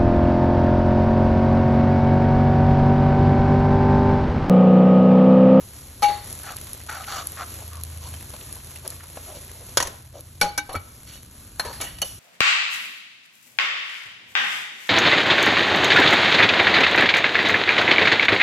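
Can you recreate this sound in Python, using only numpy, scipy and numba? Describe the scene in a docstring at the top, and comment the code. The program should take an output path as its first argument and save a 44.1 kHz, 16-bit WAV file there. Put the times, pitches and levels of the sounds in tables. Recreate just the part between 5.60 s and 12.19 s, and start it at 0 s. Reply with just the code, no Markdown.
"""A metal spoon in a frying pan, heard from above on two microphone ports a few centimetres apart.
It stirs a thick mixture that pops wetly, judders over the pan floor, and is dropped and knocked against
pan and stove: the metal cracks and rings, the stove top thuds. Fat sizzles and spits throughout.
The pan sounds wide in the upper mids and comes back off the kitchen walls. Far off, an engine drones
through the walls, under the rumble of the room."""
import sys
import numpy as np
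from scipy import signal
from scipy.fft import rfft, irfft, next_fast_len
from scipy.io import wavfile
from scipy.ndimage import uniform_filter1d
from numba import njit

SR = 44100
rng = np.random.default_rng(int(sys.argv[2]) if len(sys.argv) > 2 else 0)


def to_wav(sig):
    """Store sig (one row per channel, or 1-D mono) as 16-bit WAV at the path in sys.argv[1].

    Samples outside -1..1 are clipped; the rate is SR.
    """
    pcm = np.clip(np.atleast_2d(sig), -1, 1) * 32767
    pcm = np.round(pcm).astype(np.int16)
    wavfile.write(sys.argv[1], SR, pcm.T)  # frames by channels


N = 290655

# how hard the fat fries; sizzle and small spits are set against it: t/s, level/dB
FRYING_HEAT = [(0, -47), (.4, -48), (.7, -43), (1.3, -44), (4.15, -46.5), (4.5, -54), (5.9, -50),
               (6.15, -50.5), (6.59, -53.5)]
# spectrum of the sizzle from above the pan: f/Hz, level/dB
SIZZLE_SPECTRUM = [(300, -3.5), (1000, -9), (2000, -11.5), (4500, -13), (6500, -7.5), (8500, -5.5),
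                   (10000, -2.5), (10900, 0.5), (11500, -2.5), (12200, -11.5), (14000, -24.5), (16000, -36)]
# the loudest spits of fat: t/s, relative peak/dB
LOUD_SPITS = [(0.7275, -27), (0.834, -32), (0.9672, -27), (1.0133, -30), (1.1322, -25.5), (1.671, -21.5),
              (1.72, -26.5), (2.236, -23.5), (2.9266, -28), (3.2774, -23.5), (3.303, -30), (4.608, -31.5)]
# spectrum of one spit: f/Hz, level/dB
SPIT_SPECTRUM = [(500, -29), (1500, -32), (4000, -4), (7000, -4), (11000, 14.5), (13500, -21), (16000, -15)]
# colour of the hiss and the short diffuse smear that widen the image in the upper mids: f/Hz, level/dB
WIDTH_SPECTRUM = [(600, -6), (1900, -6), (3000, 6), (4400, 10), (4900, 0), (5250, 6), (5900, -20),
                  (7300, 0), (9000, -50)]
# colour of the reflections off the kitchen walls: f/Hz, level/dB
WALL_SPECTRUM = [(100, -27), (250, 12), (500, 10), (1000, 13.5), (5000, 8), (16000, -91)]
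# the kitchen's room tone: f/Hz, level/dB
RUMBLE_SPECTRUM = [(20, -23), (36, -10.5), (70, 1), (213, -14.5), (280, -15.5), (628, -40), (1600, -30),
                   (3520, -120)]
# the distant engine: t/s, cycle rate/Hz, level of the third multiple/dB
ENGINE_RUN = [(0, 25.78, -54), (1.0, 26.28, -49.5), (1.75, 26.46, -47.5), (2.2, 26.8, -37),
              (2.55, 26.57, -38.5), (2.75, 26.63, -54), (3.3, 27.8, -47), (4.1, 27.98, -50),
              (4.8, 27.66, -48), (5.1, 26.83, -57), (6.59, 26.68, -88)]
# its other partials: multiple of the cycle rate, mean level/dB
ENGINE_PARTIALS = [(2, -58), (4, -55), (5, -58.5)]
# contacts of the spoon (knocks, bounces and short slides): t/s, crack/dB, contact/ms, tilt/dB per octave,
# two favoured f/Hz, upper ring/dB, lowest ring/dB, share of the free ring time, further favoured f/Hz
SPOON_CONTACTS = [(0.4222, -19, 4.1, -2.5, 5200, 1268, -37, -14, 0.18),
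                  (0.4283, -18.5, 20, -3.5, 4400, 2785, -34.5, -4.5, 0.45, 2280, 3740, 6260),
                  (0.483, -30, 60, -5, 3750, 4400, -35, -16.5, 0.3, 2000),
                  (2.538, -32, 7, -1.8, 1760, 3080, -60, -68, 0.34),
                  (2.736, -31.5, 7.7, -3, 940, 580, -56, -62, .25),
                  (3.159, -29.5, 4.23, 0.4, 2700, 2010, -57, -57, 0.29),
                  (3.571, -26, 4.9, -6, 585, 774, -66, -51, 0.22),
                  (4.1715, -4.5, 5.5, -2.2, 1000, 5608, -29, -54, 0.24, 520, 1510, 3370, 6770),
                  (4.2017, -13.5, 6.7, -3.6, 5840, 6770, -35, -53, 0.3, 1900, 1030),
                  (4.2253, -15.5, 6.3, -2.7, 6770, 5900, -42, -52, 0.27, 950),
                  (4.25, -31.5, 35, -5.5, 6230, 6770, -67, -55, .26),
                  (4.271, -23, 5.9, -1.5, 6400, 2000, -57, -60, 0.14),
                  (4.8125, -8, 5.9, -1, 5620, 2280, -26.5, -17, 0.22, 4410, 1500, 490),
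                  (4.824, -20.5, 23.6, -5.5, 4410, 6270, -39, -15, 0.45),
                  (4.977, -14, 6, -1.5, 1550, 2290, -33.5, -27, 0.27, 5800, 6260, 3770),
                  (5.092, -31, 26, -6, 785, 1110, -42, -40, 0.3),
                  (5.129, -33, 12, 4, 3860, 4260, -54.5, -42, 0.2),
                  (5.143, -38, 2.8, -12.5, 1267, 554, -47, -65, 0.23),
                  (5.151, -22, 9.6, -6.5, 2277, 1330, -34.5, -52, 0.2),
                  (5.525, -44, 25, 2.5, 2975, 3800, -49, -65, 0.3),
                  (5.9956, -15, 6.4, -2, 1840, 4220, -34.5, -45, 0.18, 1020, 1510, 1700),
                  (6.0493, -28.5, 22, -4, 1750, 4350, -46, -56, 0.29, 450),
                  (6.127, -36.5, 80, -1.5, 4440, 1820, -52, -39, .15),
                  (6.202, -30, 20, -4.5, 3870, 2975, -43, -61, 0.31),
                  (6.211, -23, 18, -1.4, 750, 6600, -30.5, -61, .15),
                  (6.239, -33.5, 69, -1, 2960, 1920, -30.5, -64, .15),
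                  (6.3852, -30, 4, -2, 4450, 3040, -62, -67, 0.14),
                  (6.417, -13.5, 4.7, 1, 2970, 6260, -37, -50, 0.3),
                  (6.421, -24, 10.4, -4, 560, 785, -62, -60, .2),
                  (6.445, -33, 88, 2, 2980, 5800, -59, -77, .2)]
# spectrum of a contact's crack, before tilt: f/Hz, level/dB
CRACK_SPECTRUM = [(200, -9), (600, 5.5), (2000, 2), (7000, 4.5), (10500, 17), (12500, 3), (16000, -42)]
# upper modes of the pan: f/Hz, relative level/dB, free t60/s
PAN_MODES = [(545, -9, .1), (1040, -6, .12), (1268, -5, .2), (1510, -4, .17), (1886, -5, .2),
             (2010, -9, .18), (2277, -3, .24), (2792, -6, .3), (2975, -3, .26), (3370, -5, .18),
             (3770, -7, .24), (4415, 3, .28), (5612, -3, .24), (5800, -6, .2), (6260, -4, .17),
             (6768, -6, .17), (7790, -10, .14), (10100, -2, .07)]
# balance of the lowest mode as the microphone drifts across the pan: t/s, left minus right/dB
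LOWEST_BALANCE = [(0.5, 6), (4.8, 0)]
# strokes on the pan floor: t/s, length/s, rise/ms, level/dB, rasp above that/dB, bowl resonance/Hz
SPOON_STROKES = [(0.823, 0.13, 41, -37.5, -12.5, 1475), (1.284, 0.17, 5.7, -35.5, -12, 1477),
                 (1.461, 0.18, 21, -32.5, -7.5, 1410), (1.765, 0.083, 16, -33, -19, 1370),
                 (1.979, 0.063, 49, -45, -40, 764), (2.105, 0.12, 20, -47, -20, 1220),
                 (2.409, 0.082, 13, -49, -1, 1090), (2.621, 0.032, 26, -49.5, -20, 900),
                 (3.232, 0.052, 23, -42, -13, 693), (3.647, 0.12, 43, -45, -29, 690),
                 (3.746, 0.05, 9.5, -48.5, -4.5, 600), (4.533, 0.081, 26, -42, -14, 610),
                 (5.454, 0.14, 32, -67.5, 15.5, 1690), (5.992, 0.15, 20, -39.5, -13, 1060)]
# blows taken by the stove top: t/s, level/dB, f/Hz
STOVE_THUDS = [(4.169, -34.5, 128), (4.812, -29, 174), (4.978, -36, 300), (5.162, -28, 90),
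               (6.066, -33.5, 88.7)]
# phase between the channels; the treble lags on the right in uneven steps: f/Hz, lead of the left/rad
CHANNEL_LEAD = [(0, 0), (3600, 0), (4480, 1.4), (4820, 3.14), (5050, 3.8), (5450, 5.9), (5750, 6.28),
                (6600, 6.4), (8400, 9.35), (9500, 9.5), (12000, 12.5), (13800, 12.6), (15300, 15.7)]
# balance between the channels: f/Hz, left minus right/dB
CHANNEL_BALANCE = [(120, 0), (400, 2.0), (900, 2.5), (1700, .6), (3800, -0.5), (5800, 0)]

SMALL_SPITS_PER_S, SMALL_SPIT_DB, SMALL_SPIT_SPREAD_DB = 4, 6, 2.5
LOWEST_HZ, LOWEST_T60_S = 825, 0.18  # the pan's lowest mode
GRIP_S = 0.14  # its ring is choked ever faster as the pan settles
MODE_SIDE_SHARE = 0.8  # each upper mode radiates towards one port or the other, up to this share
STROKE_FALL_SHARE, STROKE_FADE_DB = 0.22, -2  # a stroke weakens as it runs
BOWL_SAG = 0.82  # the resonance of the spoon's bowl sinks by this ratio as it fills
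TOP_HZ = 15900


def undb(db):
    """Decibels to gain."""
    return 10 ** (np.asarray(db) / 20)


def level(x, db):
    """Scale to an rms level."""
    return x * undb(db) / np.sqrt(np.mean(x ** 2))


def on_log(table, hz):
    """Read an (f/Hz, value) table on a log-frequency axis."""
    f, v = np.transpose(table)
    return np.interp(np.log(hz + 1), np.log(f), v)


def shape(x, gain):
    """Filter by a gain given as a function of frequency."""
    n = next_fast_len(x.shape[-1])
    return irfft(rfft(x, n) * gain(np.fft.rfftfreq(n, 1 / SR)), n)[..., :x.shape[-1]]


def noise(size, spectrum):
    """Noise coloured by an (f/Hz, level/dB) table."""
    return shape(rng.standard_normal(size), lambda hz: undb(on_log(spectrum, hz)))


def curves(table):
    """The columns of a table led by t/s, read at every sample."""
    s, *cols = np.transpose(table)
    return [np.interp(np.arange(N) / SR, s, c) for c in cols]


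def walk(rate):
    """Random levels held 1 / rate seconds and smoothed twice."""
    hold = int(SR / rate)
    steps = np.repeat(rng.standard_normal(N // hold + 1), hold)
    return 2.65 * uniform_filter1d(uniform_filter1d(steps, hold), hold)[:N]


def grains(rate, spread_db, decay_ms):
    """Noise gated by random bursts: many small, a few large."""
    hit = rng.random(N) < rate / SR
    size = undb(spread_db * np.minimum(rng.exponential(size=N), 4))
    gate = signal.lfilter([1], [1, -np.exp(-1000 / (decay_ms * SR))], hit * size)
    return level(gate * rng.standard_normal(N), 0)


@njit
def bandpass(x, hz, q):
    """Band-pass with a moving centre, gain 1 at the centre."""
    y, band, low = np.empty(len(x)), 0., 0.
    for i in range(len(x)):
        g = np.tan(np.pi * hz[i] / SR)
        v = (band + g * (x[i] - low)) / (1 + g * (g + 1 / q))
        band, low, y[i] = 2 * v - band, low + 2 * g * v, v / q
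    return y


def add(out, x, s):
    """Mix a short sound in at s seconds."""
    i = int(round(s * SR))
    out[..., i:i + x.shape[-1]] += x[..., :N - i]


def frying():
    """Fat below the microphone: a dense hiss of tiny bubbles, sparser crackles and single spits."""
    bubbles = rng.standard_normal(N) * undb(0.85 * walk(14))
    crackles = undb(-3) * grains(rate=180, spread_db=1.5, decay_ms=1)
    sizzle = shape(bubbles + crackles, lambda hz: undb(on_log(SIZZLE_SPECTRUM, hz)))
    heat_db = curves(FRYING_HEAT)[0]
    out = level(sizzle, 3.1) * undb(heat_db)
    t = np.arange(SR // 50) / SR
    gaps, sizes = rng.exponential(size=(60, 2)).T
    small_spits = [(s, heat_db[int(s * SR)] + SMALL_SPIT_DB + SMALL_SPIT_SPREAD_DB * size)
                   for s, size in zip(np.cumsum(gaps) / SMALL_SPITS_PER_S, sizes) if s < N / SR]
    for s, db in LOUD_SPITS + small_spits:
        spit = noise(len(t), SPIT_SPECTRUM) * np.exp(-t / 0.0016)
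        add(out, undb(db + 9) * spit / np.abs(spit).max(), s)
    return out


def wide_hiss():
    """A hiss around 3-5 kHz, unrelated in left and right, following the sizzle's level."""
    return level(noise((2, N), WIDTH_SPECTRUM), -11) * undb(curves(FRYING_HEAT)[0])


def diffuse_tail(x, spectrum, t60, db):
    """Spread a sound into a decaying cloud, a separate one in each channel."""
    t = np.arange(SR // 2) / SR
    fade = np.exp(-np.log(1000) * t / t60)
    cloud = noise((2, len(t)), spectrum) * fade * undb(db) / np.sqrt(np.sum(fade ** 2))
    return signal.fftconvolve(x[None], cloud, axes=1)[:, :N]


def kitchen_rumble():
    """Room tone: low noise that slowly swells and sinks."""
    return level(noise(N, RUMBLE_SPECTRUM), -49) * undb(1.7 * walk(1.26))


def distant_engine():
    """Multiples of the engine's cycle waver on their way through the walls; the third booms indoors."""
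    cycle_hz, boom_db = curves(ENGINE_RUN)
    phase = 2 * np.pi * np.cumsum(cycle_hz) / SR
    out = undb(boom_db) * np.sin(3 * phase)
    for multiple, db in ENGINE_PARTIALS:
        gain = undb(db + 0.22 * (boom_db - boom_db.mean()) + 1.5 * walk(4.05))
        out += gain * np.sin(multiple * phase + 1.52 * walk(3.6))
    return np.sqrt(2) * out


def crack(push, favoured, tilt_db, db):
    """A burst of noise while spoon and metal touch, peaking at the favoured resonances."""
    def tone(hz):
        peaks = sum(1.65 / (1 + (12 * (hz / centre - 1)) ** 2) for centre in favoured)
        return undb(on_log(CRACK_SPECTRUM, hz) + tilt_db * np.log2((hz + 50) / 2000)) * (1 + peaks)
    return push * level(shape(rng.standard_normal(len(push)), tone), db)


def ring(hz, t60, push, t, turn):
    """A mode builds up while the contact lasts, then dies away; turn is its phase in cycles."""
    swell = signal.lfilter([1], [1, -np.exp(-np.log(1000) / (t60 * SR))], push) / push.sum()
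    return swell * np.sin(2 * np.pi * (hz * t + turn))


def spoon_contacts():
    """Each contact cracks and sets the pan ringing, damped by food or hand: a mono and a stereo part."""
    centre, stereo, t = np.zeros(N), np.zeros((2, N)), np.arange(SR // 2) / SR
    sides = np.array([[1], [-1]])
    chatter = undb(2 * walk(150))  # the loose spoon chatters on the metal and roughens the upper modes
    for s, crack_db, contact_ms, tilt_db, hz1, hz2, upper_db, lowest_db, share, *more in SPOON_CONTACTS:
        favoured = [hz1, hz2] + more
        # the place of contact picks out some modes and pulls them off pitch
        pulled = {min(PAN_MODES, key=lambda mode: abs(np.log(mode[0] / hz)))[0]: hz for hz in favoured}
        push = (1 - np.exp(-t / 0.00055)) * np.exp(-(1000 * t / contact_ms) ** 0.83)
        add(centre, crack(push, favoured, tilt_db, crack_db), s)
        draws = rng.random((len(PAN_MODES), 4))
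        for (hz, db, t60), (turn, twin_turn, detune, aim) in zip(PAN_MODES, draws):
            gain = undb(upper_db + db + tilt_db * np.log2(hz / 2000) + 12 * (hz in pulled))
            hz = pulled.get(hz, hz)
            main = ring(hz, share * t60, push, t, turn)
            # handle and rivets split each mode: a short-lived twin beats against it
            twin = ring(hz * (1 + 0.021 * (detune - .5)), 0.5 * share * t60, push, t, twin_turn)
            start = int(twin_turn * (N - len(t)))
            mode = chatter[start:start + len(t)] * gain * (main + 2.4 * twin)
            add(centre, mode, s)
            add(stereo, sides * MODE_SIDE_SHARE * (2 * aim - 1) * mode, s)
        # a bounce feeds the lowest mode in step with what already rings
        lowest = ring(LOWEST_HZ, LOWEST_T60_S, push, t, LOWEST_HZ * s) * np.exp(-(t / GRIP_S) ** 2)
        balance_db = np.interp(s, *np.transpose(LOWEST_BALANCE))
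        add(stereo, undb(lowest_db + sides * balance_db / 2) * lowest, s)
    return centre, stereo


def squelch(start_s=0.46, end_s=4.1, db=-56.5):
    """The stirred mixture pops and grits, its pitch jumping 60 times a second."""
    hold = SR // 60
    hz = np.repeat(450 * 2 ** (3 * rng.random(N // hold + 1) ** 2), hold)[:N]
    pops = bandpass(grains(rate=50, spread_db=3.5, decay_ms=9), hz, 2.2)
    stirring = curves([(start_s - .1, 0), (start_s, 1), (end_s - .1, 1), (end_s, 0)])[0]
    return level(pops, db) * stirring


def spoon_scrapes():
    """The spoon judders over the pan floor: a grainy rub in its bowl, a rasp in the pan's modes."""
    rub = grains(rate=2500, spread_db=1.5, decay_ms=1.5)
    hz, t = np.full(N, 1300.), np.arange(N) / SR
    bowl_gain, rasp_gain = np.zeros(N), np.zeros(N)
    for s, length, rise_ms, db, rasp_db, bowl_hz in SPOON_STROKES:
        rise = 1000 * (t - s) / rise_ms
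        fall = (s + length - t) / (STROKE_FALL_SHARE * length)
        fade = undb(STROKE_FADE_DB * np.clip((t - s) / length, 0, 1))
        contact = np.clip(np.minimum(rise, fall), 0, 1) * fade
        bowl_gain += contact * undb(db)
        rasp_gain += contact * undb(db + rasp_db)
        hz = np.where(contact > 0, np.interp(t, [s, s + length], [bowl_hz, BOWL_SAG * bowl_hz]), hz)
    skirt = bandpass(bandpass(rub, hz, 1.2), hz, 1.2)
    bowl = bandpass(rub, hz, 11.) + .9 * bandpass(rub, .62 * hz, 8.) + .35 * skirt
    modes = sum(undb(db) * bandpass(rub, np.full(N, float(f)), 75.) for f, db, _ in PAN_MODES[3:16])
    grit_hz = np.full(N, 3500.)
    grit = bandpass(bandpass(rub, grit_hz, 0.38), grit_hz, 0.38)
    rasp = level(modes, -0.94) + level(grit, 1)
    pressure = undb(.7 * walk(60))
    return pressure * (bowl_gain * level(bowl / np.sqrt(hz), 0) + rasp_gain * rasp)


def stove_thuds(t60=0.24):
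    """The stove top takes a blow and answers with one low mode."""
    out, t = np.zeros(N), np.arange(SR // 2) / SR
    push = np.exp(-t / 0.0014)
    for s, db, hz in STOVE_THUDS:
        add(out, undb(db) * ring(hz, t60, push, t, 0), s)
    return out


def scene():
    """The pan close by, widened by a short smear and the walls; rumble and engine in the centre."""
    clatter, stereo_ring = spoon_contacts()
    near = clatter + spoon_scrapes() + squelch() + frying() + stove_thuds()
    smear = diffuse_tail(near, WIDTH_SPECTRUM, t60=0.035, db=-18)
    walls = diffuse_tail(near, WALL_SPECTRUM, t60=0.51, db=-23)
    return near + stereo_ring + smear + walls + kitchen_rumble() + wide_hiss() + distant_engine()


def record(dry):
    """The treble lags on the right in uneven steps, mids lean left; peaks are rounded, the top is cut."""
    def left_gain(hz):
        lead = np.interp(hz, *np.transpose(CHANNEL_LEAD))
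        return undb(on_log(CHANNEL_BALANCE, hz) / 2) * np.exp(.5j * lead)
    left = shape(dry[0], left_gain)
    right = shape(dry[1], lambda hz: 1 / left_gain(hz))
    top_cut = signal.ellip(10, .2, 90, TOP_HZ, fs=SR, output="sos")
    return signal.sosfilt(top_cut, np.tanh([left, right]))


dry = scene()
out = record(dry)
to_wav(out)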